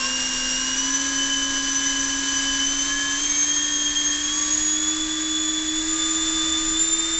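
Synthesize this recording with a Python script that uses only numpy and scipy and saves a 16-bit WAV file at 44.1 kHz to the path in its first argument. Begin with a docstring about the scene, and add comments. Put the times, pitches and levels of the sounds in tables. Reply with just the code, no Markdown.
"""First you hear a high, fluttering whine over rushing air: an electric fan spinning inside a tube.
It sits on a test stand and is sped up in small steps, so its tones climb in pitch together.
Its eleven blades chop the swirling air, making the whine and a shriek an octave above it.
The shaft hums, the motor and ball bearings sing through the housing, and the jet of air
buffets the microphone. Twice, a thin whistle from the bearings comes and goes."""
import sys
import numpy as np
from scipy import signal
from scipy.fft import rfft, irfft
from scipy.io import wavfile
from scipy.ndimage import uniform_filter1d

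SR = 44100
rng = np.random.default_rng(int(sys.argv[2]) if len(sys.argv) > 2 else 0)


def int16_out(signal):
    """Quantize to a 16-bit WAV file."""
    q = np.round(np.clip(np.atleast_2d(signal).T, -1, 1) * 32767)
    wavfile.write(sys.argv[1], SR, q.astype(np.int16))


N = 317079


def from_db(db):
    """Turn decibels (dB) into a number to multiply a sound by."""
    return 10 ** (np.asarray(db) / 20)


def rms_one(x):
    """Scale a signal so that its average power is 1."""
    return x / np.sqrt(np.mean(np.abs(x) ** 2) + 1e-20)


def drift(rate):
    """A smooth random wobble, about 1 in size; a higher rate (per second) wobbles faster."""
    keep = np.exp(-40 * np.pi * rate / SR)
    noise = rng.standard_normal(N // 20 + 4002)  # one value for every 20 samples
    slow = signal.lfilter([1], [1, -2 * keep, keep * keep], noise)[4000:]  # smoothed twice
    return np.interp(np.arange(N) / 20, np.arange(len(slow)), rms_one(slow))


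def level(curve, wobble_db, wobble_rate=7.0, trim_db=0):
    """A volume that follows a table, shifted by trim_db, and swells and fades at random."""
    seconds, db = np.transpose(curve)
    return from_db(np.interp(np.arange(N) / SR, seconds, db) + trim_db + wobble_db * drift(wobble_rate))


def tone(turns, cycles_per_turn, flutter):
    """A tone tied to the shaft and shaken by swirling air; flutter lists (rate, strength in dB) pairs."""
    shake = 1 + sum(from_db(db) * (drift(rate) + 1j * drift(rate)) / np.sqrt(2) for rate, db in flutter)
    phase = 2 * np.pi * (cycles_per_turn * turns + rng.random())
    return np.sqrt(2) * np.real(rms_one(shake) * np.exp(1j * phase))


def boost_db(tone_hz, resonances):
    """How much louder a tone gets near a resonance, a pitch at which a part likes to ring."""
    return sum(boost / (1 + (2 * (tone_hz - hz) / width) ** 2) for hz, width, boost in resonances)


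def ringing(tone_hz, resonances, base_db, build_s=.06):
    """The volume of a tone that swells and dies away as it slides through resonances."""
    return from_db(base_db + uniform_filter1d(boost_db(tone_hz, resonances), int(build_s * SR)))


def air_noise(colour):
    """Noise shaped by a table of pitches and strengths, dying away beyond the table's ends."""
    hz, db = np.transpose(colour)
    f = np.maximum(np.arange(N // 2 + 1) * SR / N, 1)
    ends = 1 / (1 + (hz[0] / f / 2) ** 4) / (1 + (f / hz[-1] / 2) ** 8)
    shape = from_db(np.interp(np.log(f), np.log(hz), db)) * ends
    return rms_one(irfft(rfft(rng.standard_normal(N)) * shape, N))


def room(x, echo_db, die_away_s=0.28, even_s=0.17):
    """Echoes of the earlier pitch clash with a sliding tone, so it rasps; slow swells are evened out."""
    t = np.arange(SR // 2) / SR
    echoes = rng.standard_normal(len(t)) * from_db(-60 * t / die_away_s)
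    mix = x + from_db(echo_db) * signal.fftconvolve(x, echoes / np.linalg.norm(echoes))[:N]
    return mix / np.sqrt(uniform_filter1d(mix ** 2, int(even_s * SR)) + 1e-9)


# Steps of the throttle. Each row: start in seconds, new shaft speed in turns per second.
SPEED_STEPS = [(0.033, 257.2), (0.548, 261.4), (0.747, 269.7), (0.892, 274.5), (2.614, 277.9),
               (2.828, 282.2), (3.167, 290.3), (3.466, 294.3), (4.185, 297.8), (4.282, 301.6),
               (4.528, 305.8), (4.75, 309.5), (4.88, 312.9), (5.723, 316.1), (5.86, 319.7), (6.757, 326.6)]


def shaft_speed(start_speed=251.4, lag_s=.038):
    """After each step of the throttle, the fan takes a moment to reach its new speed."""
    t = np.arange(N) / SR
    starts, speeds = np.transpose(SPEED_STEPS)
    rises = np.diff(speeds, prepend=start_speed)
    return start_speed + sum(rise * (1 - np.exp(-np.maximum(t - start, 0) / lag_s))
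                             for start, rise in zip(starts, rises))


# How loud the two blade tones are. Each row: time in seconds, level in dB before any trim.
WHINE_LEVELS = [(0.0, -29), (0.63, -30), (1.12, -37.5), (1.22, -26.0), (1.82, -34.5), (1.9, -25.5),
                (2.0, -34.5), (2.59, -27.5), (2.65, -24), (2.711, -31.5), (3.31, -33), (3.41, -37.5),
                (3.65, -26.5), (4.24, -29), (4.61, -39.5), (4.76, -31.6), (5.78, -29), (5.94, -38),
                (6.02, -29), (6.57, -25.5), (6.63, -34.5), (6.78, -24), (6.84, -30.5), (7.19, -27.5)]
SHRIEK_LEVELS = [(0.0, -30.4), (0.49, -34), (0.96, -22), (1.02, -29), (1.69, -29), (1.76, -24),
                 (2.2, -33.0), (2.27, -28.5), (2.59, -29.5), (2.65, -24.5), (3.12, -32), (3.31, -20.5),
                 (3.88, -27), (4.1, -22), (4.16, -29.9), (4.69, -20), (5.1, -31.5), (5.49, -25.5),
                 (5.61, -30.5), (6.1, -24), (6.33, -28.5), (6.94, -20.5), (7.1, -29), (7.19, -26)]
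# How swirling air shakes them. Each row: rate per second, strength in dB next to the steady tone.
WHINE_SHAKES = [(12, -11.5), (50, -16)]
SHRIEK_SHAKES = [(20, -4), (55, -9)]


def blades(turns, count=11):
    """Blades chop uneven air into a whine; the shriek, an octave up, flutters and echoes more."""
    whine = room(tone(turns, count, WHINE_SHAKES), echo_db=-5)
    shriek = room(tone(turns, 2 * count, SHRIEK_SHAKES), echo_db=-2)
    tips = blade_tips(turns, count, width_hz=78, level_db=-39.5)
    tips += blade_tips(turns, 2 * count, width_hz=160, level_db=-33)
    whine *= level(WHINE_LEVELS, wobble_db=1.3)
    shriek *= level(SHRIEK_LEVELS, wobble_db=1.2, trim_db=-1.46)
    return whine + shriek + tips


def blade_tips(turns, cycles_per_turn, width_hz, level_db):
    """The tips cut through tiny swirls of air, spreading a breathy noise around a blade tone."""
    phase = 2 * np.pi * cycles_per_turn * turns
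    return from_db(level_db) * (drift(width_hz) * np.cos(phase) + drift(width_hz) * np.sin(phase))


# Where the test stand rings. Each row: pitch in Hz, width in Hz, boost in dB.
STAND_RINGS = [(272, 15, 6), (316.7, 26, 9)]


def shaft_hum(speed, turns):
    """The slightly unbalanced shaft shakes the stand once every turn."""
    return ringing(speed, STAND_RINGS, base_db=-39.5) * tone(turns, 1, flutter=[(5.3, -23)])


# Where the motor's mount rings. Each row: pitch in Hz, width in Hz, boost in dB.
MOUNT_RINGS = [(1026, 28, 15), (1066, 27, 9), (1139, 29, 11), (1177, 15, 7), (1208, 13, 11), (1235, 8, 9),
               (1577, 67, 13), (1647, 39, 16.5), (1692, 16, 21), (1769, 16, 11), (1824, 42, 11),
               (2259, 16, 28)]


def motor_and_bearings(speed, turns):
    """Tugging magnets and balls rolling round the bearings' two tracks shake the mount."""
    def mount_tone(per_turn, base_db, flutter):
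        return ringing(per_turn * speed, MOUNT_RINGS, base_db) * tone(turns, per_turn, flutter)

    magnets = mount_tone(per_turn=6, base_db=-53, flutter=[(6.4, -20)])
    outer_track = mount_tone(per_turn=3.78, base_db=-53, flutter=[(5.8, -15)])
    inner_track = mount_tone(per_turn=6.22, base_db=-51, flutter=[(4.3, -9.5)])
    squeal = mount_tone(per_turn=7.78, base_db=-65.5, flutter=[(10, -16)])  # loud at one speed only
    return magnets + outer_track + inner_track + squeal


# Faint motor and bearing tones. Each entry: cycles per turn of the shaft.
FAINT_PER_TURN = [2, 3, 4, 4.22, 4.61, 5, 5.22, 5.66, 5.78, 6.48, 7, 7.33, 8, 11.72, 12, 12.56, 13.7, 24.69]
# The same tones, in order. Each entry: level in dB before any boost.
FAINT_LEVELS = [-62.5, -68.5, -66, -56.5, -55.5, -60.5, -56, -59.5, -65, -63, -61.5, -62, -61.5, -54.5, -59,
                -50.5, -57.5, -62.5]
# Where the housing rings. 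Each row: pitch in Hz, width in Hz, boost in dB.
HOUSING_RINGS = [(509, 27, 16), (552.5, 14, 10.5), (1044, 19, 17), (1069, 33, 21.5), (1730, 270, 7.5),
                 (2270, 96, 10)]


def housing(speed, turns):
    """Faint tones swell when the speed carries them to a pitch at which the housing rings."""
    return sum(from_db(db + boost_db(per_turn * speed, HOUSING_RINGS))
               * tone(turns, per_turn, flutter=[(2.8, 0.5)])
               for per_turn, db in zip(FAINT_PER_TURN, FAINT_LEVELS))


# The jet's low, middle and high noise. Each row: pitch in Hz, relative strength in dB.
ROAR_COLOUR = [(90, -15.5), (160, 1), (195, -2), (300, 6), (400, 0.5), (500, -4.5), (565, 3), (660, -1.5),
               (800, -1.5), (1000, 4.5), (1500, -13)]
RUSH_COLOUR = [(700, -34.5), (1100, -2), (1350, -2), (1600, 4.5), (1900, 1.5), (2300, -0.5), (2700, 0),
               (3400, 2), (4200, 1.5), (5000, 2), (6000, 4), (7500, -29)]
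HISS_COLOUR = [(4500, -30), (5800, -7.5), (6500, 6.5), (6900, 6), (7300, 7), (7650, 5), (7950, -6.5),
               (8300, -39.5)]
# The volume applied to their mix. Each row: time in seconds, gain in dB.
JET_LEVELS = [(0.0, -33.5), (0.35, -33), (1.4, -34.5), (2.4, -33.5), (2.8, -34.5), (3.2, -34), (3.8, -36.5),
              (4.45, -34.5), (4.7, -36), (5.55, -38), (6.4, -34.5), (6.9, -36.5), (7.19, -36)]


def jet():
    """Churning air leaves the tube; its roar, rush and hiss dip and rise together in volume."""
    roar = from_db(-8.5) * air_noise(ROAR_COLOUR)
    rush = from_db(2) * air_noise(RUSH_COLOUR)
    hiss = from_db(1) * air_noise(HISS_COLOUR)
    return (roar + rush + hiss) * level(JET_LEVELS, wobble_db=.5, wobble_rate=21)


# How hard the air hits the microphone. Each row: time in seconds, level in dB.
WIND_LEVELS = [(0.0, -45.8), (0.55, -44.5), (1.5, -42.5), (2.4, -42.5), (3.7, -46), (4.5, -42.4),
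               (5.7, -45), (6.1, -41.5), (7.19, -42)]
# The rumble it makes. Each row: pitch in Hz, relative strength in dB.
WIND_COLOUR = [(10, -5), (22, 4), (35, -9), (50, -5), (70, -10.5), (100, -14), (150, -21), (300, -41)]


def wind_on_microphone():
    """Stirred-up air tumbles over the microphone in uneven gusts."""
    return level(WIND_LEVELS, wobble_db=1) * air_noise(WIND_COLOUR)


# The two bearing whistles. Each row: start in seconds, length in seconds, level in dB.
WHISTLE_TIMES = [(1.54, .19, -44.5), (2.33, .27, -44)]


def bearing_whistle(turns, fade_s=.08):
    """A thin, high tone from the bearings fades in, holds and fades out."""
    t = np.arange(N) / SR
    held = sum(from_db(db) * ((t > start) & (t < start + length)) for start, length, db in WHISTLE_TIMES)
    volume = uniform_filter1d(held, int(fade_s * SR))
    return volume * tone(turns, cycles_per_turn=17.78, flutter=[(10, -19)])


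def scene(speed_wobble=0.00066):
    """One shaft, its speed wavering a little under load, drives every tone; air noise is added."""
    speed = shaft_speed() * (1 + speed_wobble * drift(9.6))
    turns = np.cumsum(speed) / SR  # turns made so far
    fan = blades(turns) + shaft_hum(speed, turns) + motor_and_bearings(speed, turns)
    fan += bearing_whistle(turns) + housing(speed, turns)
    return (fan + jet() + wind_on_microphone())[None, :]


def record(dry, cutoff_hz=8100):
    """Cut away the highest treble, as a small camera does."""
    return signal.sosfilt(signal.ellip(12, .1, 90, cutoff_hz, fs=SR, output="sos"), dry)


dry = scene()
out = record(dry)
int16_out(out)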